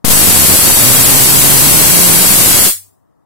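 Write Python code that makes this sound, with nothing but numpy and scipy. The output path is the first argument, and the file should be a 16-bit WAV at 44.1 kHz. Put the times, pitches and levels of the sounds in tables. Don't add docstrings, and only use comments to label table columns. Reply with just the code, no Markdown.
import sys
import numpy as np
from scipy import signal
from scipy.fft import rfft, irfft
from scipy.io import wavfile
from scipy.ndimage import uniform_filter1d

SR = 44100
rng = np.random.default_rng(int(sys.argv[2]) if len(sys.argv) > 2 else 0)


def master_out(mix):
    frames = np.transpose(np.atleast_2d(mix))
    ceiling = np.clip(frames, -1, 1)
    pcm = np.round(ceiling * 32767).astype(np.int16)
    wavfile.write(sys.argv[1], SR, pcm)


def gain_from_db(level_db):
    decades = np.asarray(level_db, float) / 20
    return 10 ** decades


N = 143325


def evened(x):
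    return x / np.sqrt(np.mean(x ** 2, -1, keepdims=True) + 1e-20)


def read(points, hz):
    f, value = np.transpose(points)
    return np.interp(np.log(hz + 1), np.log(f + 1), value)


def box(length_s):
    return np.clip(length_s * SR - np.arange(200), 0, 1)


def smooth_bins(x, bins):
    return uniform_filter1d(uniform_filter1d(x, size=bins, axis=1), size=3, axis=2)


# (frequency [Hz], level [dB per Hz])
HUM_COLOUR = [(25, -17.5), (110, -5), (330, -10), (600, -16.5), (1250, -23), (1450, -33.5), (1850, -31.5),
              (2300, -46)]
# (frequency [Hz], likeness [-1 opposed to 1 same])
HUM_LIKENESS = [(60, -0.94), (300, -3.1), (640, -0.37), (1400, .4), (3000, 0)]


def hum():
    level_db = -59.5 + np.array([6.5, 3])
    hz = np.fft.rfftfreq(N, 1 / SR)
    a, b = rfft(rng.standard_normal((2, N)))
    same = np.clip(read(HUM_LIKENESS, hz), -1, 1)
    right = same * a + np.sqrt(1 - same ** 2) * b
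    spectrum = np.array([a, right]) * gain_from_db(read(HUM_COLOUR, hz))
    return gain_from_db(level_db)[:, None] * evened(irfft(spectrum, N))


def low_ring():
    start_s, rise_s, t60_s, pitch_hz = 2.72, 0.0417, 0.51, 96.6
    level_db = np.array([-33, -55])
    t = np.maximum(np.arange(N) / SR - start_s, 0)
    ring = (1 - np.exp(-t / rise_s)) * gain_from_db(-60 * t / t60_s) * np.sin(2 * np.pi * pitch_hz * t)
    return gain_from_db(level_db)[:, None] * ring


# (frequency [Hz], level [dB per Hz])
CRACK_COLOUR = [(200, -53), (700, -36), (2000, -18.5), (4000, -11.5), (6000, -10), (10000, -3.5),
                (13000, -6.5), (15500, -8.5)]
# (centre [Hz], width [Hz], boost [dB])
PORT_PEAKS = [(10000, 1300, -0.5), (7800, 1000, 2.5)]
# (frequency [Hz], time to fall 60 dB [s])
ROOM_DECAY = [(300, 0.12), (1100, 0.18), (3000, 0.16), (8000, 0.18), (12000, 0.16), (16000, .2)]


def room():
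    direct_db, late_db, late_stretch = 17.5, -25, 1.98
    taps = rng.standard_normal((2, SR // 2))
    hz, t, z = signal.stft(taps, SR, nperseg=256)
    port_db = np.array([db * np.exp(-((hz - f) / w) ** 2) for f, w, db in PORT_PEAKS])
    colour = gain_from_db(read(CRACK_COLOUR, hz) + port_db)[..., None]
    fall_db = -60 * t / read(ROOM_DECAY, hz)[:, None]
    decay = gain_from_db(fall_db) + gain_from_db(late_db + fall_db / late_stretch)
    tail = signal.istft(z * colour * decay, SR, nperseg=256)[1]
    tail = tail * (1 + gain_from_db(direct_db) * np.exp(-np.arange(tail.shape[1]) / 5.8))
    return tail / np.linalg.norm(tail, axis=1, keepdims=True)


def swell():
    width_s, level_db = 0.0026, -7.5
    t = np.arange(N) / SR - FIRST_SPARKS[0]
    return gain_from_db(level_db) * np.exp(-(t / width_s) ** 2) * (t < .001) * [[1], [.3]]


RESTING_SHIFT = [-.014, -.038]


def slips(strain):
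    per_s, length_s, level_db = [500, 370], [0.00063, 0.0013], [-18, -26.5]
    out = np.zeros((2, N))
    for c in range(2):
        train = rng.standard_normal(N) * (rng.random(N) < per_s[c] / SR)
        steps = evened(signal.oaconvolve(train, box(length_s[c]))[:N])
        out[c] = gain_from_db(level_db[c]) * steps + RESTING_SHIFT[c]
    return out * strain


def jolt(train):
    lead_s, main_s, lead_share = 0.000868, 0.001508, 0.53
    sag, sag_s = 0.15, 0.012
    port_hz, port_t60_s, port_db = 94, 0.075, -18.5
    t = np.arange(4000) / SR
    end = lead_s + main_s
    after = t > end
    shape = -sag * np.exp(-(t - end) / sag_s) * after
    shape[:200] += box(end) - (1 - lead_share) * box(lead_s)
    shape -= gain_from_db(port_db - 60 * t / port_t60_s) * np.sin(2 * np.pi * port_hz * (t - end)) * after
    return gain_from_db(-2.5) * signal.oaconvolve(train, shape)[70:N + 70]


# (time [s], level [dB])
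RIGHT_SHUTS = [
    (.0515, 0.5),
    (.058, -55),
    (.076, -53),
    (.0805, 2.5),
    (.084, -3),
    (.093, -8.5),
    (.096, -27),
    (.1, 1.5),
    (.135, 2.5),
]


def microphones(air, jolts):
    drive_db, limit_db = np.array([18.5, 17]), np.array([-2.5, -6.5])
    lean_amount, lean_s = -1.1, .05
    t = np.arange(N) / SR
    drive = gain_from_db(drive_db)[:, None] * air / air[:, SR:2 * SR].std()
    level = np.sqrt(abs(uniform_filter1d(drive ** 2, 300)))
    lean_fade = np.exp(-np.maximum(t - FIRST_SPARKS[0], 0) / lean_s)
    lean = level * lean_amount * lean_fade * [[1], [0]]
    strain = np.tanh(np.maximum(level - .9, 0))
    out = gain_from_db(limit_db)[:, None] * np.tanh(drive + lean) + slips(strain)
    out[1] = out[1] * gain_from_db(np.interp(t, *np.transpose(RIGHT_SHUTS))) + jolt(jolts)
    return out


FIRST_SPARKS = [.048, .082, .104, .117, .134, .155, .173, .194, .214, .231, .25, .273, .284, .294, .307,
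                .33, .348, .362, .372, .392, .405, .421, .434, .449, .485, .496, .514, .525, .538, .548]
# (time [s], rate [tries per s], share that fire [0-1], timing scatter [tries], jolt level [dB])
FIRING_RULE = [(.556, 97, 0.64, .2, -0.5), (.78, 94, 0.51, .15, -4), (.86, 121, .9, .04, -3),
               (1.2, 132, .85, .07, -4), (1.55, 146, 0.87, 0.068, -2), (1.72, 144.4, 0.73, 0.13, -2.5),
               (1.95, 174, 0.91, .06, -3.5), (2.22, 180, .9, .06, -5), (2.27, 170, 0.41, 0.36, -3),
               (2.5, 157, 0.66, .3, -6), (2.654, 158, 0.36, 0.35, -5)]


def sparks():
    spread_db, sputter_per_s, sputter_db = 1.5, 320, -9.5
    t0, rate, share, scatter, jolt_db = np.transpose(FIRING_RULE)
    t = np.arange(t0[0], t0[-1], 1 / SR)
    waver = 1 + .045 * evened(uniform_filter1d(rng.standard_normal(N), 900))[:len(t)]
    tries_so_far = np.cumsum(np.interp(t, t0, rate) * waver) / SR
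    tries = t[np.flatnonzero(np.diff(np.floor(tries_so_far)))]
    draw = rng.standard_normal((600, 4))[:len(tries)].T
    tries = tries + draw[0] * np.interp(tries, t0, scatter / rate)
    chance = 1 / (1 + np.exp(-1.7 * draw[1]))
    fired = chance < np.interp(tries, t0, share)
    at = np.round(np.r_[FIRST_SPARKS, tries[fired], t0[-1]] * SR).astype(int)
    size = gain_from_db(spread_db * np.r_[np.zeros(len(FIRST_SPARKS)), draw[2][fired], 0])
    cracks, jolts = np.zeros((2, N))
    cracks[at] = size
    jolts[at] = np.minimum(size, 1.15) * gain_from_db(np.interp(at / SR, t0, jolt_db))
    sample = np.arange(N)
    live = (sample > FIRST_SPARKS[2] * SR) & (sample < t0[-1] * SR)
    sputter_on = (rng.random(N) < sputter_per_s / SR) * live
    sputter = gain_from_db(sputter_db) * rng.standard_normal(N) * sputter_on
    return cracks + sputter, jolts


def scene():
    cracks, jolts = sparks()
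    air = signal.fftconvolve(cracks[None], room(), axes=1)[:, :N]
    return microphones(air, jolts) + swell() + low_ring() + hum()


# (frequency [Hz], level [dB])
DROPOUT = [(1500, -14), (2600, -3.5), (3500, .5), (6800, 1), (8000, -3), (11500, -4), (13000, .5),
           (15500, .5)]


def thin_out(x):
    patch_db, from_s, makeup = 2.5, .12, .8
    turn = np.array([[1, 1], [1, -0.95]]) / np.sqrt(2)
    hz, t, z = signal.stft(turn @ x, SR, "cosine", nperseg=2048)
    power = abs(z) ** 2
    near = smooth_bins(power, 48)
    patch = smooth_bins(rng.standard_normal(z.shape), 10)
    limit_db = read(DROPOUT, hz)[:, None] + patch_db * patch / patch.std()
    keep = (power > near * gain_from_db(2 * limit_db)) | (t < from_s)
    left = smooth_bins(power * keep, 48)
    lift = ((near + 1e-20) / (left + 0.088 * near + 1e-20)) ** (makeup / 2)
    return turn @ signal.istft(z * keep * lift, SR, "cosine", nperseg=2048)[1][:, :N]


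def roll_off(x):
    return signal.sosfilt(signal.butter(12, 15670, fs=SR, output="sos"), x)


def record(dry):
    edge = signal.firwin(255, 15800, window=("kaiser", 9), fs=SR)
    above = signal.sosfilt(signal.butter(1, 47, "high", fs=SR, output="sos"), dry)
    offset = signal.sosfilt(signal.butter(1, 8, "low", fs=SR, output="sos"), dry)
    limited = signal.oaconvolve(above + offset, edge[None], "same")
    mix = thin_out(np.clip(limited, -1.15, 1.15))
    return roll_off(mix)


dry = scene()
out = record(dry)
master_out(out)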